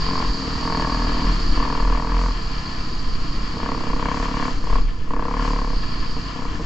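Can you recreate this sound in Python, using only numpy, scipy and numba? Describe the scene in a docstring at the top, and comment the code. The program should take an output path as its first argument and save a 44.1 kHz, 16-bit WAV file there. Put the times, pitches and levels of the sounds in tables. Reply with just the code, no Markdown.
"""On a rough forest trail, a single-cylinder four-stroke dirt bike is heard from a camera on the rider.
Each firing excites damped resonances: a thud in the silencer and, with the throttle open, a bark in the
airbox. The crank hums, engine and chain clatter, tyres brush through ferns and loose parts knock.
Bumps shake the camera mount, and gusts of air push on the microphone."""
import sys
import numpy as np
from scipy import signal
from scipy.fft import rfft, irfft
from scipy.io import wavfile
from scipy.ndimage import uniform_filter1d
from numba import njit

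SR = 44100
rng = np.random.default_rng(int(sys.argv[2]) if len(sys.argv) > 2 else 0)


def file_out(sig):
    """Save sig as 16-bit WAV at sys.argv[1]."""
    # one column per channel
    cols = np.atleast_2d(sig).T
    # limit, then scale
    lim = np.clip(cols, -1, 1)
    pcm = np.round(lim * 32767).astype(np.int16)
    wavfile.write(sys.argv[1], SR, pcm)


N = 293265

# engine speed (time [s], firing rate [Hz])
FIRING_RATE = [(0.0, 42.04), (0.1, 44.89), (0.27, 41.8), (0.39, 37.94), (0.55, 38.79), (0.66, 42.6),
               (0.77, 40.26), (1.05, 40.48), (1.28, 39.69), (1.38, 35.69), (1.47, 33.57), (1.54, 35.61),
               (1.62, 40.18), (1.85, 40.17), (2.05, 41.01), (2.26, 43.42), (2.35, 36.9), (2.44, 33.56),
               (2.8, 32.85), (3.1, 31.46), (3.45, 30.73), (3.6, 32.42), (3.71, 35.36), (3.85, 31.48),
               (3.98, 31.91), (4.19, 36.2), (4.32, 34.59), (4.47, 36.75), (4.6, 28.11), (4.73, 37.13),
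               (4.88, 29.56), (5.05, 30.41), (5.13, 35.19), (5.22, 33.4), (5.42, 36.83), (5.62, 35.39),
               (5.74, 33.69), (5.92, 29), (6.25, 30), (6.42, 32.5), (6.65, 30)]
# twists of the throttle (opens [s], shuts [s], first opening [0-1], last opening [0-1])
TWISTS = [(0.01, 0.22, 0.65, 0.98), (0.22, 0.6, 0.18, 0.35), (0.61, 1.3, 0.96, 0.45),
          (1.54, 2.285, 0.92, 0.64), (3.52, 3.72, 0.34, 0.96), (3.72, 4.0, 0.35, 0.58),
          (4.0, 4.28, 0.87, 0.55), (4.3, 4.47, 0.7, 0.77), (4.61, 4.76, 0.36, 0.78),
          (5.07, 5.48, 0.74, 0.82), (5.48, 5.72, 0.74, 0.42), (6.32, 6.45, 0.34, 0.34)]
# how hard the bike runs, in relative levels
# (time [s], clatter [dB], chain [dB], tyre crunch [dB], rumble [dB])
RIDE = [(0.05, -44, -32.5, -37, -28), (0.32, -44.5, -35, -37, -30), (1.56, -44.5, -36.5, -38, -27),
        (1.97, -48, -43, -41, -33), (2.68, -46, -38.5, -40.5, -32.5), (3.08, -47.5, -41, -42, -33.5),
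        (3.7, -47, -41, -41, -29.5), (4.1, -45, -44, -40.5, -30.5), (4.5, -44, -43, -48, -33),
        (4.6, -50, -47.5, -43.5, -32), (4.76, -47, -42, -40.5, -32), (4.87, -52.5, -50, -48, -36.5),
        (5.07, -54.5, -58, -49.5, -35.5), (5.22, -54, -52, -47, -30.5), (5.43, -45.5, -43, -39.5, -34),
        (5.63, -50, -44.5, -41.5, -36.5), (5.8, -48.5, -39, -43, -31), (6.28, -47.5, -41, -42, -36),
        (6.6, -49, -53, -42, -31)]
# engine timbre from pull to pull
# (time [s], boom [Hz], lower bark [Hz], upper bark [Hz], bark [dB], crack [dB], extra thud [dB])
TIMBRE = [(.15, 446.5, 1028, 1072, -36, -53, -0.5), (.9, 451, 918, 1093, -30.5, -50, 0),
          (1.12, 452, 960, 1112, -33.5, -60, 0.5), (1.28, 452, 964, 1070, -33.5, -49, 3),
          (1.7, 454, 1008, 1120, -33.5, -61, -1.5), (2.2, 465, 992, 1126, -33.5, -45.5, -1.5),
          (3.68, 464, 1003, 1103, -32.5, -52, -1), (4.15, 473, 992, 1088, -32, -43, 0),
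          (4.42, 477, 1003, 1090, -33.5, -42, 0.5), (4.74, 464, 1003, 1088, -32.5, -45, -3.5),
          (5.2, 471, 1014, 1097, -34.5, -53, -1.5), (5.55, 475, 1010, 1058, -35, -48, 2),
          (5.72, 475, 993, 1090, -35, -50, -0.5), (6.4, 473, 990, 1110, -32.5, -50, 0.5)]
# resonances (frequency [Hz], bandwidth [Hz], relative level [dB], polarity [+1 or -1])
SILENCER_MODES = [(169.5, 43, 5, 1), (237.4, 39.6, 2.5, 1), (280.3, 34, 6.5, -1)]
AIRBOX_MODES = [(604, 12, -16, -1), (744, 17, -13, 1), (899, 57, -7.5, -1), (1190, 85, -12, -1),
                (1707, 50, -18, 1), (2473, 25, -21, 1)]  # the weaker, steady ones
CRACK_MODES = [(1580, 340, 0.5, -1), (1810, 410, -1.5, 1), (2290, 83, -1.5, -1)]  # the bright edge of a hard pull
POP_MODES = [(179, 46, 4, 1), (279, 21, 5, -1), (463, 25, 5, 1), (660, 84, -9, -1), (1050, 93, -4.5, 1)]
CASE_MODES = [(452, 22, 2, 1), (667, 40, -0.5, -1), (1043, 99, 6.5, 1), (1360, 166, -1.5, -1),
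              (1733, 98, 1.5, 1), (1885, 20, -3.5, 1), (2380, 240, -5, -1), (2723, 212, -4, 1),
              (3196, 454, -6, -1)]  # engine cases and frame
CHAIN_MODES = [(3830, 70, -9.5, 1), (4214, 124, -1.5, 1), (4440, 150, 1, -1), (4676, 101, 6, 1),
               (5150, 110, -4, -1)]  # chain and sprockets
THIN_METAL_MODES = [(1698, 20, 0, 1)]
SUSPENSION_MODES = [(77, 11, 0, 1), (110, 18, -8, -1)]
# the airbox's lower and upper bark modes (bandwidth [Hz], relative level [dB])
BARK_MODES = [(65, -2.5), (85, -3)]
# bands cancelled by the intake duct (frequency [Hz], bandwidth [Hz])
DUCT_NOTCHES = [(548, 30), (810, 28)]
# crank and piston hum, from harmonic 2 of the firing rate upward (relative level [dB])
CRANK_HARMONICS = [-2, -3, 0.5, -3.5, -4, -8.5]
# impulses (time [s], relative level [dB])
POPS = [(.423, -28), (.475, -26.5), (6.165, -23), (6.595, -27.5)]  # stray firings
KNOCKS = [(0.553, -33), (1.196, -25), (2.544, -30), (4.882, -29), (5.832, -23), (6.256, -32)]  # loose parts
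THUMPS = [(.555, -12.5), (1.06, -15), (2.39, -21), (2.65, -17), (3.12, -22), (4.985, -13.5), (6.615, -19)]  # roots under the wheels
# swells (centre time [s], duration [s], level [dB])
METAL_SWELLS = [(.88, 0.39, -42)]  # a thin part rings
FERNS = [(2.25, 0.14, -39.5), (4.21, 0.21, -37.5), (4.45, 0.26, -37.5), (5.47, 0.12, -39.5)]  # fronds sweep along the bike
BUMPS = [(0.29, 0.061, -19.5), (1.01, 0.24, -21.5), (1.15, 0.12, -30), (1.315, 0.14, -16.5),
         (1.53, 0.18, -19), (1.88, 0.17, -16), (2.236, 0.3, -17.5), (2.472, 0.022, -17), (4.03, 0.22, -26),
         (4.22, 0.096, -26.5), (4.66, 0.094, -35), (4.8, 0.21, -16.5), (5.5, 0.48, -21), (5.78, 0.087, -27)]  # the mount shakes
GUSTS = [(1.65, 0.53, -21), (3.05, 0.28, -19), (3.9, .6, -21), (4.65, 0.58, -16.5), (6.45, 0.34, -28.5)]  # air meets the microphone
# noise spectra (frequency [Hz], relative level [dB])
BRUSH_SPECTRUM = [(300, -17), (550, 3.5), (1200, 15.5), (2000, -0.5), (3000, -15), (3550, -10.5), (4050, 7),
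                  (5000, 7.5), (5800, 1), (7000, 0), (7700, -7.5), (8500, -26.5)]  # tyres and ferns
RUMBLE_SPECTRUM = [(20, -18.5), (45, 11.5), (62, -2), (85, -0.5), (115, -8), (150, -3), (220, -5),
                   (315, -3.5), (400, -15.5), (600, -21.5), (1500, -67.5)]  # the ground, through the frame
BUFFET_SPECTRUM = [(2, -23.5), (7, 10), (12, -17), (22, -4.5), (35, -28), (70, -26.5), (300, -96)]  # air on the microphone
RASP_SPECTRUM = [(200, -11), (500, 0), (750, 4), (1300, 3.5), (1900, -4), (2500, -9.5),
                 (3600, -25), (7000, -60)]  # intake gas
TREMBLE_SPECTRUM = [(15, -26.5), (30, 2.5), (41, 2), (50, -6.5), (62, -31), (200, -81)]  # the mount


def exhaust(cycles, throttle):
    """Impulse excitation: each firing rings the silencer's modes in a thud, louder under load."""
    shut_db, load_db, ride_share = -39, 9.5, 0.41
    pulses = delay(firings(cycles, scatter_db=0.6, jitter_ms=0.05), delay_s=0.00085)
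    thud = unit(ring(pulses + undb(-21) * puff(pulses, decay_s=0.012), SILENCER_MODES))
    ride_db = curve(RIDE, column=1)
    level_db = shut_db + load_db * np.sqrt(throttle) + curve(TIMBRE, column=6)
    level_db += ride_share * (ride_db - ride_db.mean())
    return pan(thud * undb(level_db), left_db=1.2)


def intake(cycles, throttle, rate_hz):
    """Cavity resonance: gulps of air bark and boom in the airbox; gas rasps, and hard pulls crack."""
    opening = np.maximum(throttle, 0.035)  # a shut throttle still passes a little air
    pulses = firings(cycles, scatter_db=0.35, jitter_ms=0.035) * opening
    reflection = 0.13 * delay(pulses, delay_s=0.00469)  # from the end of the duct
    gulps = pulses + reflection + undb(-21) * puff(pulses, decay_s=0.006)
    bark = airbox_bark(gulps) * undb(curve(TIMBRE, column=4))
    lugging = undb(-0.42 * rate_hz)  # boom and rasp grow at low revs
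    boom_drive = gulps * opening ** -0.39 * lugging  # the lowest mode booms even at a small opening
    boom = -undb(-40) * unit(resonator(boom_drive, curve(TIMBRE, column=1), width_hz=33.0))
    airbox = notch(bark + boom, DUCT_NOTCHES)
    hard_pulses = pulses * opening
    snap = hard_pulses + undb(-5) * puff(hard_pulses, decay_s=0.004)
    crack = unit(ring(snap, CRACK_MODES)) * undb(curve(TIMBRE, column=5))
    rasp = undb(-47.5) * colour(puff(pulses * lugging, decay_s=0.022), RASP_SPECTRUM)
    return pan(airbox, left_db=1.5) + pan(crack, left_db=4) + pan(rasp, left_db=19.5)


def airbox_bark(gulps):
    """Modal superposition: two strong, drifting resonances sound among weaker, steady ones."""
    drifting = sum(undb(db) * width * resonator(gulps, curve(TIMBRE, column=2 + k), float(width))
                   for k, (width, db) in enumerate(BARK_MODES))
    steady = sum(sign * undb(db) * width * resonator(gulps, np.full(N, float(hz)), float(width))
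                 for hz, width, db, sign in AIRBOX_MODES)
    return unit(drifting + steady)


def firings(cycles, scatter_db, jitter_ms):
    """A quasi-periodic pulse train: one pulse per engine cycle, varying slightly in size and time."""
    onsets = np.nonzero(np.diff(np.floor(cycles)))[0]
    size, timing = rng.standard_normal((len(onsets), 2)).T
    onsets += (timing * jitter_ms * SR / 1000).astype(int)
    pulses = np.zeros(N)
    pulses[np.clip(onsets, 0, N - 1)] = undb(scatter_db * size)
    return pulses


def throttle_opening(snap_s=0.05):
    """The load envelope: each twist snaps open, rolls on or off, and snaps shut."""
    return sum(curve([(opens, 0), (opens + snap_s, first), (shuts, last), (shuts + snap_s, 0)])
               for opens, shuts, first, last in TWISTS)


def crank(cycles, throttle):
    """Forced vibration: crank and piston shake the frame once a turn; higher partials fade under load."""
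    phase = 2 * np.pi * cycles + 0.04 * walk(10)
    overrun = np.clip(1 - 2 * throttle, 0.2, 1)
    hum = np.zeros(N)
    for harmonic, db in enumerate(CRANK_HARMONICS, start=2):
        gain = undb(db + 1.5 * walk(9)) * (overrun if harmonic > 2 else 1)
        hum += gain * np.sin(harmonic * phase)
    return hum * undb(0.5 * curve(RIDE, column=2) - 21.5)


def clatter(cycles, throttle):
    """Impact noise: valve gear and piston tick on the cases, hardest once per crank turn."""
    beat = undb(0.11 * np.cos(4 * np.pi * cycles))
    ticks = wide(lambda: ring(grains(spread_db=1.5) * beat, CASE_MODES), side_db=-3, left_db=5)
    return ticks * undb(curve(RIDE, column=1) + 0.19 * throttle + 1.32 * walk(25) + 10)


def pops():
    """Transient response: a stray firing and its turbulent gas ring low modes in a throaty chuff."""
    blows = impulses(POPS)
    chuffs = ring(blows + undb(2) * puff(blows, decay_s=0.009), POP_MODES)
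    return pan(undb(23) * chuffs, left_db=2)


def thin_metal(cycles):
    """Sympathetic vibration: a thin metal part rings along with the firings for a moment."""
    ringing = unit(ring(firings(cycles, scatter_db=2, jitter_ms=0.29), THIN_METAL_MODES))
    return pan(ringing * swells(METAL_SWELLS), left_db=8)


def chain(cycles):
    """Dense impacts: links strike the sprockets in a ringing whirr, modulated by each crank turn."""
    tugs = undb(np.cos(4 * np.pi * cycles))
    links = wide(lambda: ring(grains(spread_db=2.5) * tugs, CHAIN_MODES), side_db=-9, left_db=-4.5)
    return links * undb(curve(RIDE, column=2) + 0.5 * walk(70) + 0.26)


def trail():
    """Contact noise: tyres crunch through litter, ferns sweep by, and the ground rumbles up the frame."""
    brush = wide(lambda: colour(grains(spread_db=1.5), BRUSH_SPECTRUM), side_db=-9.5, left_db=-1)
    brush_gain = np.hypot(undb(curve(RIDE, column=3)), swells(FERNS))
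    rumble = wide(lambda: noise(RUMBLE_SPECTRUM), side_db=-25, left_db=-1)
    return brush * brush_gain + rumble * undb(curve(RIDE, column=4) + walk(15))


def knocks():
    """Free vibration: loose parts strike the frame, chatter briefly and leave its modes ringing."""
    blows = impulses(KNOCKS)
    return undb(6) * ring(blows + undb(8.5) * puff(blows, decay_s=0.014), CASE_MODES)


def suspension():
    """Damped oscillation: roots jolt the suspension's low modes into a thump."""
    return undb(14.5) * ring(impulses(THUMPS), SUSPENSION_MODES)


def wind(shaking):
    """Pressure fluctuation: air pushes slowly on the microphone, harder in gusts and over bumps."""
    buffet = wide(lambda: noise(BUFFET_SPECTRUM), side_db=-17, left_db=0)
    breeze = undb(-27.5 + 2 * walk(1.7))
    surges = swells(GUSTS) + undb(-12.5) * shaking
    return buffet * np.hypot(breeze, surges)


def mount(cycles, shaking):
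    """Structure-borne sound: the mount shudders at the firing rate on bumps; small roots make it tremble."""
    shudder = np.sqrt(2) * np.sin(2 * np.pi * cycles + 2.2 + 0.25 * walk(10))
    tremble = wide(lambda: noise(TREMBLE_SPECTRUM), side_db=-22, left_db=-3)
    return shudder * shaking + undb(-33) * tremble


def ring(force, modes):
    """Convolution with a unit-energy impulse response, a sum of damped sinusoids."""
    t = np.arange(SR // 5) / SR
    response = sum(sign * undb(db) * width * np.exp(-np.pi * width * t) * np.sin(2 * np.pi * hz * t)
                   for hz, width, db, sign in modes)
    return signal.fftconvolve(force, response / np.sqrt(np.sum(response ** 2)))[:N]


@njit
def resonator(force, hz, width_hz):
    """A damped oscillator whose natural frequency may move."""
    out, state = np.empty(len(force)), 0j
    for i in range(len(force)):
        state = state * np.exp((2j * np.pi * hz[i] - np.pi * width_hz) / SR) + force[i]
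        out[i] = state.imag
    return out


def notch(x, bands):
    """Antiresonance: each narrow band is cancelled."""
    for hz, width in bands:
        x = signal.lfilter(*signal.iirnotch(hz, hz / width, fs=SR), x)
    return x


def puff(pulses, decay_s):
    """Exponential decay: a burst of noise follows each pulse and dies away."""
    envelope = signal.lfilter([1], [1, -np.exp(-1 / (decay_s * SR))], pulses)
    return unit(envelope * rng.standard_normal(N)) * np.std(pulses)


def grains(spread_db):
    """Granular noise: dense, tiny impacts of log-normal size, 32 samples each."""
    hiss = rng.standard_normal(N)
    sizes = undb(spread_db * rng.standard_normal(N // 32 + 1))
    return unit(hiss * np.repeat(sizes, 32)[:N])


def colour(x, spectrum):
    """Spectral shaping along a log-frequency axis, to rms 1."""
    hz, db = np.transpose(spectrum)
    bin_hz = np.maximum(np.arange(N // 2 + 1) * SR / N, 1)
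    gain = undb(np.interp(np.log(bin_hz), np.log(hz), db))
    return unit(irfft(rfft(x) * gain, N))


def noise(spectrum):
    """Gaussian noise with the given spectrum."""
    return colour(rng.standard_normal(N), spectrum)


def impulses(table):
    """Ideal impacts: one single-sample pulse per row."""
    blows = np.zeros(N)
    for time_s, db in table:
        blows[int(time_s * SR)] = undb(db)
    return blows


def swells(table):
    """An amplitude envelope with one rounded swell per row."""
    t = np.arange(0, N, 100) / SR
    gain = sum(undb(db) * np.exp(-np.abs(2 * (t - centre) / length) ** 3) for centre, length, db in table)
    return curve(np.column_stack([t, gain]))


def walk(rate_hz):
    """Slow random modulation: rate_hz values a second, joined and smoothed, at rms 1."""
    step = int(SR / rate_hz)
    levels = rng.standard_normal(N // step + 2)
    joined = np.interp(np.arange(N), np.arange(len(levels)) * step, levels)
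    return unit(uniform_filter1d(joined, step))


def wide(source, side_db, left_db):
    """Partial coherence: an independent share of an extended source reaches the channels in antiphase."""
    return pan(unit(source() + undb(side_db) * source() * np.array([[1], [-1]])), left_db)


def pan(x, left_db):
    """Direction by level difference: the left channel stands left_db above the right."""
    return x * undb(np.array([[left_db], [-left_db]]) / 2)


def delay(x, delay_s):
    """Propagation delay: the same wave arrives later."""
    lag = int(delay_s * SR)
    return np.concatenate([np.zeros(lag), x[:N - lag]])


def curve(table, column=1):
    """Linear interpolation of one column over time."""
    rows = np.array(table)
    return np.interp(np.arange(N) / SR, rows[:, 0], rows[:, column])


def unit(x):
    """Normalisation to rms 1."""
    return x / np.sqrt(np.mean(x ** 2))


def undb(db):
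    """Decibels to amplitude ratio."""
    return np.exp(np.asarray(db) * np.log(10) / 20)


def scene():
    """Superposition: the engine's sounds share one cycle, and the trail and the air add theirs."""
    throttle = throttle_opening()
    rate_hz = curve(FIRING_RATE)
    cycles = 0.23 + np.cumsum(rate_hz) / SR  # one firing and two crank turns per cycle
    shaking = swells(BUMPS)
    engine = exhaust(cycles, throttle) + intake(cycles, throttle, rate_hz)
    engine += crank(cycles, throttle) + clatter(cycles, throttle) + pops() + thin_metal(cycles)
    rolling = chain(cycles) + trail() + knocks() + suspension()
    return engine + rolling + wind(shaking) + mount(cycles, shaking)


def record(dry):
    """Band limiting: the camera's steep low-pass filter cuts the top of the treble."""
    cutoff_hz = 8300
    return signal.sosfilt(signal.ellip(10, 0.2, 80, cutoff_hz, fs=SR, output="sos"), dry)


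dry = scene()
out = record(dry)
file_out(out)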